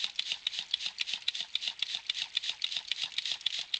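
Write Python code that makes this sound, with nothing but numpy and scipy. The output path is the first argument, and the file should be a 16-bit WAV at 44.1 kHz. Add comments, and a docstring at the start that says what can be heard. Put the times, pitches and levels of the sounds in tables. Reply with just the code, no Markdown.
"""On stone garden steps, a small hydraulic ram pump cycles nearly four times a second.
Its waste valve drops open with a clack, water spurts out with a growing hiss and slams it shut
with a bounce, a knock in the pipe and a few bloops of air. The thrown water then splashes down
and stray drops tick on the wet stone, over a faint outdoor rumble and trickling run-off."""
import sys
import numpy as np
from scipy import signal
from scipy.fft import rfft, irfft
from scipy.io import wavfile

SR = 44100
rng = np.random.default_rng(int(sys.argv[2]) if len(sys.argv) > 2 else 0)


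def store_wav(level_fs):
    """Save 16-bit WAV to argv[1]."""
    pcm = np.round(np.clip(np.atleast_2d(level_fs), -1, 1) * 32767)
    wavfile.write(sys.argv[1], SR, pcm.T.astype(np.int16))


N = 167139

# The valve drops open. Each row: time in seconds, level in dB, ring pitch in Hz, rise in seconds.
OPENINGS = [(0.195, -25.5, 3490, 0.0029), (0.4693, -25, 3700, 0.0012), (0.7408, -23.5, 3370, 0.0031),
            (1.0134, -25.7, 3510, 0.0024), (1.2857, -24, 3500, 0.0036), (1.5558, -25, 3500, 0.0013),
            (1.827, -25.5, 3410, .0019), (2.0989, -25, 3470, .0018), (2.3716, -24, 3550, 0.0023),
            (2.6442, -25.5, 3790, 0.0021), (2.9161, -25.5, 3650, 0.00072), (3.185, -26, 3900, 0.0017),
            (3.467, -23.5, 3410, 0.0022), (3.743, -25, 3710, 0.0027)]
# The valve slams shut. Each row: time in seconds, level in dB, ring pitch in Hz,
# relative level in dB of the jet that leads up to it.
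SLAMS = [(0.0436, -27, 3720, -41), (0.3194, -28.5, 2920, -41), (0.5894, -31.5, 3140, -42),
         (0.8629, -31, 3620, -41), (1.136, -29, 3080, -41), (1.4058, -32, 3490, -42),
         (1.6771, -29, 3580, -42), (1.9487, -30, 3640, -41.5), (2.2195, -29.5, 3800, -41.5),
         (2.4948, -28.5, 3450, -40.5), (2.767, -28.5, 3570, -42.5), (3.0356, -29, 3430, -42),
         (3.3163, -29, 3350, -38.5), (3.5914, -33.5, 3600, -41)]


def amp(db):
    return 10 ** (np.asarray(db) / 20)


def unit_rms(x):
    return x / np.sqrt(np.mean(x ** 2) + 1e-20)


def sized(x, span_s):
    """Scales a short sound to the energy of rms 1 held for span_s."""
    return x / np.sqrt(np.sum(x ** 2) / (span_s * SR) + 1e-20)


def add(mix, start_s, sound):
    """Mixes a sound in, trimming whatever overhangs either end."""
    at = round(start_s * SR)
    part = mix[max(at, 0):max(at + len(sound), 0)]
    part += sound[max(-at, 0):][:len(part)]


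def coloured(x, curve, size=4096):
    """Minimum-phase EQ through points of frequency in Hz and gain in dB."""
    hz, db = np.transpose(curve)
    bin_hz = abs(np.fft.fftfreq(size, 1 / SR)) + 1
    log_gain = np.log(amp(np.interp(np.log(bin_hz), np.log(hz), db)))
    taps = np.fft.ifft(np.exp(np.conj(signal.hilbert(log_gain)))).real[:size // 2]
    return signal.fftconvolve(x, taps)[:len(x)]


def flutter(rate_hz, depth_db):
    """A randomly wavering gain."""
    hz = np.fft.rfftfreq(N, 1 / SR)
    wander = irfft(rfft(rng.standard_normal(N)) / (1 + (hz / rate_hz) ** 4), N)
    return amp(depth_db * unit_rms(wander))


def droplets(per_s, spread_db):
    """Tiny random impacts of unequal size."""
    size = amp(spread_db * np.minimum(rng.exponential(1, N), 4))
    return unit_rms(size * rng.choice([-1, 1], N) * (rng.random(N) < per_s / SR))


def bubbles(per_s, spread_db, hz, octaves, cycles, count=36):
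    """Tiny bubbles of many sizes, each a short ping that rises slightly."""
    births = np.flatnonzero(rng.random(N) < per_s / SR)
    pitch_index = rng.integers(0, count, N)
    gain = amp(spread_db * np.minimum(rng.exponential(1, N), 3.5))
    out, t = np.zeros(N + 600), np.arange(600) / SR
    for k, pitch_hz in enumerate(hz * 2 ** (octaves * np.linspace(-1, 1, count))):
        turns = pitch_hz * t
        envelope = (1 - np.exp(-turns)) * np.exp(-turns / cycles)
        ping = envelope * np.sin(2 * np.pi * turns * (1 + 0.001 * turns))
        starts = births[pitch_index[births] == k]
        samples = starts[:, None] + np.arange(len(t))
        out += np.bincount(samples.ravel(), np.outer(gain[starts], ping).ravel(), len(out))
    return unit_rms(out[:N])


def garden():
    """A faint bed of outdoor rumble and trickling run-off."""
    # The tone of the bed. Each row: frequency in Hz, gain in dB.
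    bed_eq = [(20, -2.5), (45, 0), (65, 5.5), (90, -1), (200, -2.5), (280, -5), (550, -5), (850, 1),
              (1200, -2), (2400, 5.5), (3600, 8), (5000, -3.5), (8200, -13)]
    noise = rng.standard_normal(N) * flutter(rate_hz=25, depth_db=1)
    return amp(-57.5) * unit_rms(coloured(noise, bed_eq))


def step_echoes(x, count=5, predelay_s=0.004, t60_s=0.038):
    """Short scattered reflections off the stone steps, drifting from one pattern to the next."""
    out, t = np.zeros(N), np.arange(SR // 4) / SR
    decay = (t > predelay_s) * amp(-60 * t / t60_s)
    for k in range(count):
        taps = rng.choice([-1, 1], len(t)) * (rng.random(len(t)) < 3000 / SR) * decay
        crossfade = np.sqrt(np.maximum(1 - abs(np.linspace(0, count - 1, N) - k), 0))
        out += signal.fftconvolve(x * crossfade, taps / np.linalg.norm(taps))[:N]
    return amp(-12) * out


def ticks_and_drips():
    """Sharp ticks, mostly drops on stone, each a click, a noise burst and a ping, over small drips."""
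    # Sharp ticks: drops on the stone, plus one valve bounce and one tick of the valve unseating.
    # Each row: start in seconds, level in dB, pitch in Hz.
    ticks = [(0.097, -40.5, 3840), (0.158, -45.5, 5400), (0.223, -38, 4030), (.392, -50, 3500),
             (0.623, -39.5, 3680), (0.71, -41, 4440), (0.984, -38, 4480), (0.998, -37.5, 2780),
             (1.092, -35, 3630), (1.221, -43, 2700), (1.352, -33.5, 3460), (1.367, -46, 3500),
             (1.793, -40, 4660), (1.866, -40, 4100), (2.066, -44, 4310), (2.146, -40, 3650),
             (2.185, -34, 3740), (2.352, -36.5, 3260), (2.439, -36, 3740), (2.62, -34.5, 4460),
             (2.665, -37, 2770), (2.677, -44, 3300), (2.689, -40, 3510), (2.722, -36, 3870),
             (2.85, -44, 3840), (2.878, -43.5, 4240), (2.883, -38.5, 4360), (2.962, -41.5, 4030),
             (3.019, -31, 3760), (3.12, -41, 2870), (3.139, -41.5, 3440), (3.166, -40.5, 3710),
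             (3.221, -41, 4330), (3.255, -31, 3700), (3.41, -41.5, 5440), (3.503, -36.5, 2960),
             (3.526, -36.5, 3670), (3.542, -33.5, 3270), (3.612, -33, 3500), (3.758, -38.5, 2900),
             (3.768, -35, 3300)]
    # The tone of the ticks and drips. Each row: frequency in Hz, gain in dB.
    tick_eq = [(200, -28), (600, -30), (900, -27.5), (1200, -18.5), (2300, -5.5), (3600, -1), (4600, -2),
               (5500, -7.5), (7000, -7.5), (8300, -21)]
    out, t = np.zeros(N), np.arange(SR // 30) / SR
    click = unit_rms(1. * (t == 0))
    ping_envelope = (1 - np.exp(-t / 0.00035)) * np.exp(-t / 0.0026)
    glide_per_s = 6
    for s, db, hz in ticks:
        burst = unit_rms(rng.standard_normal(len(t)) * (1 - np.exp(-t / 0.001)) * np.exp(-t / 0.0031))
        body = unit_rms(signal.lfilter(*signal.iirpeak(hz, Q=1.1, fs=SR), burst))
        ping = unit_rms(ping_envelope * np.sin(2 * np.pi * hz * t * (1 + glide_per_s * t / 2)))
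        hit = body + amp(-8) * burst + ping + amp(-10) * click
        add(out, s, amp(db) * sized(coloured(hit, tick_eq), span_s=0.0071))
    patter = bubbles(per_s=360, spread_db=4, hz=3500, octaves=0.87, cycles=3)
    out += amp(-56) * unit_rms(coloured(patter, tick_eq))
    drip_envelope = signal.fftconvolve(droplets(per_s=60, spread_db=2), t * np.exp(-t / 0.0022))[:N]
    drips = drip_envelope * rng.standard_normal(N)
    return out + amp(-61) * unit_rms(coloured(drips, tick_eq))


def splash(delay_s=0.041, spread_s=0.013):
    """The thrown water lands in a soft shower a moment after each slam."""
    # The tone of the shower. Each row: frequency in Hz, gain in dB.
    shower_eq = [(80, -23), (210, -10), (280, -28), (550, -17), (720, -6), (900, 1), (1020, -0.5),
                 (1200, -16), (1750, -0.5), (2300, -14), (3600, -8), (4600, -7), (6000, -15.5),
                 (8200, -36.5)]
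    t = np.arange(N) / SR
    swells = sum(np.exp(-0.5 * ((t - s - delay_s) / spread_s) ** 2) for s, *_ in SLAMS)
    shower = unit_rms(coloured(droplets(per_s=1900, spread_db=2.5), shower_eq))
    return amp(-52.5) * swells * shower


def air_bloops(rise_s=0.0027, glide_per_s=3.5):
    """Pockets of air at the outlet give a few short bloops after each slam, each rising in pitch."""
    # The air pockets. Each row: delay in seconds, pitch in Hz, level in dB, 60 dB decay in seconds.
    pockets = [(.013, 803, -52, 0.033), (.039, 890, -49.5, 0.032), (.047, 817, -50.5, .045)]
    out, t = np.zeros(N), np.arange(SR // 12) / SR
    for s, *_ in SLAMS:
        for delay, hz, db, t60 in pockets:
            late, sharp, loud = rng.standard_normal(3)
            turns = hz * (1 + 0.05 * sharp) * t * (1 + glide_per_s * t / 2)
            envelope = np.minimum(t / rise_s, 1) * amp(db + loud - 60 * t / t60)
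            add(out, s + delay + 0.0012 * late, envelope * np.sin(2 * np.pi * turns))
    return out


def jet(lead_s=0.077, rise_s=0.027, growth_db_per_s=32, fall_db_per_s=340.5):
    """Water seeps through the open valve, bursts into a growing spray and dies away after the slam."""
    # The tone of the hiss. Each row: frequency in Hz, gain in dB.
    hiss_eq = [(80, -38), (500, -34.5), (800, -30.5), (1300, -29), (1600, -23.5), (1900, -13), (2200, -15),
               (2850, -6), (3200, -5.5), (3450, -2.5), (3700, -3), (4000, -2.5), (4350, -8.5), (4900, -8.5),
               (5500, -16), (6500, -15), (8200, -28.5)]
    flow, t = np.zeros(N), np.arange(N) / SR
    for s, _, _, db in SLAMS:
        before, after = np.maximum(s - t, 0), np.maximum(t - s, 0)
        spurt = np.clip((lead_s - before) / rise_s, 0, 1)
        seep = amp(-12.5) * np.clip((0.125 - before) / 0.004, 0, 1)
        flow += np.maximum(spurt, seep) * amp(db + 4 - growth_db_per_s * before - fall_db_per_s * after)
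    froth = bubbles(per_s=1600, spread_db=8, hz=3500, octaves=1, cycles=3.8)
    spray = droplets(per_s=9000, spread_db=1) + amp(-12.5) * froth
    spray *= flutter(rate_hz=43, depth_db=-0.05)
    # Slugs of water ring the outlet.
    sputter = bubbles(per_s=260, spread_db=1, hz=3650, octaves=0.13, cycles=7)
    return flow * (unit_rms(coloured(spray, hiss_eq)) + amp(-7) * sputter)


def pipe_knock():
    """One blow to the water-filled pipe; its low modes swell more slowly."""
    # The pipe's modes. Each row: pitch in Hz, level in dB, 60 dB decay in seconds, rise in seconds.
    modes = [(143, -63, 0.043, 0.017), (201.3, -58, 0.062, 0.01), (305, -68.5, 0.052, 0.016),
             (448, -62, 0.065, 0.0055), (503, -60.5, 0.036, 0.005), (708, -47, 0.036, 0.0038),
             (905.4, -58.5, 0.15, 0.0043)]
    t = np.arange(SR // 5) / SR
    out = np.zeros(len(t))
    for hz, db, t60, rise in modes:
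        envelope = np.minimum(t / rise, 1) * amp(db - 60 * np.maximum(t - rise, 0) / t60)
        detune = 1 + 0.028 * rng.standard_normal()
        out += envelope * np.sin(2 * np.pi * (hz * detune * t + rng.random()))
    return out


def water_hammer(lead_s=0.003075):
    """The stopped water column knocks the pipe; the opening valve knocks it more lightly."""
    out = np.zeros(N)
    for s, *_ in SLAMS:
        add(out, s - lead_s, pipe_knock())
    for s, *_ in OPENINGS:
        add(out, s - lead_s, amp(-12.5) * pipe_knock())
    return out


def clack(hz, body_eq, rise_s, fall_s, chatter_db, chatter_s=0.008, ring_db=-2, tick_db=-11):
    """The poppet scrapes into its stop, hits, rings and chatters; the blow lands mid-buffer."""
    t = np.arange(-2048, 2048) / SR
    before, after = np.maximum(-t, 0), np.maximum(t, 0)
    scrape_s = 0.008
    approach = np.exp(-before / rise_s - (before / scrape_s) ** 4)
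    blow = approach * np.exp(-after / fall_s)
    chatter = amp(chatter_db) * approach * np.exp(-after / chatter_s)
    grit = unit_rms((blow + chatter) * rng.choice([-1, 1], len(t)))
    tick = amp(tick_db) * unit_rms(1. * (t == 0))
    body = unit_rms(coloured(grit + tick, body_eq))
    ring = unit_rms(blow * np.sin(2 * np.pi * (hz * t + rng.random())))
    return sized(body + amp(ring_db) * ring, span_s=0.01)


def waste_valve(unseat_lead_s=0.013, bounce_delay_s=0.0232):
    """The poppet unseats with a tick and clacks open; it shuts with a lighter clack and one bounce."""
    # The valve body's resonances on opening and on shutting. Each row: frequency in Hz, gain in dB.
    open_eq = [(60, -35), (170, -33), (300, -34.5), (600, -38.5), (930, -26), (1100, -37.5), (1350, -22),
               (1700, -30), (1900, -12.5), (2150, -14.5), (2450, -5), (2650, -10), (2850, -4), (3250, -7.5),
               (3450, 0), (3900, -0.5), (4400, -15), (5400, -20), (6200, -27.5), (7500, -28.5), (8500, -38)]
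    shut_eq = [(300, -33.5), (900, -35.5), (1150, -22.5), (1350, -16.5), (1600, -29), (1950, -13.5),
               (2250, -13.5), (2850, 2), (3200, -9.5), (3700, 7), (4300, -12), (5000, -9.5), (5600, -21),
               (6600, -19), (8300, -32.5)]
    out = np.zeros(N)
    for s, db, hz, rise_s in OPENINGS:
        hit = clack(hz, open_eq, rise_s, fall_s=0.0018, chatter_db=-12.5, chatter_s=0.0075,
                    ring_db=-2.5, tick_db=-10)
        start = s - len(hit) / 2 / SR
        add(out, start, amp(db) * hit)
        unseat_start = start - unseat_lead_s + 0.0035 * rng.standard_normal()
        add(out, unseat_start, amp(db - 23.5) * hit)
    for s, db, hz, _ in SLAMS:
        hit = clack(hz, shut_eq, rise_s=0.0011, fall_s=0.0017, chatter_db=-12)
        start = s - len(hit) / 2 / SR
        add(out, start, amp(db) * hit)
        bounce = clack(3650, shut_eq, rise_s=0.0008, fall_s=0.0016, chatter_db=-22)
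        bounce_start = start + bounce_delay_s + 0.0008 * rng.standard_normal()
        add(out, bounce_start, amp(-38.5 + rng.standard_normal()) * bounce)
    return out


def scene():
    """The pump and its water, reflected off the steps, over the garden bed, in mono."""
    pump = waste_valve() + water_hammer() + air_bloops() + jet() + splash() + ticks_and_drips()
    return (pump + step_echoes(pump) + garden())[None]


def record(dry):
    """A steep low-pass takes off the top end."""
    cutoff_hz = 8550
    lowpass = signal.firwin(161, cutoff_hz, window=("kaiser", 8), fs=SR)
    return signal.oaconvolve(dry, lowpass[None], "same")


dry = scene()
out = record(dry)
store_wav(out)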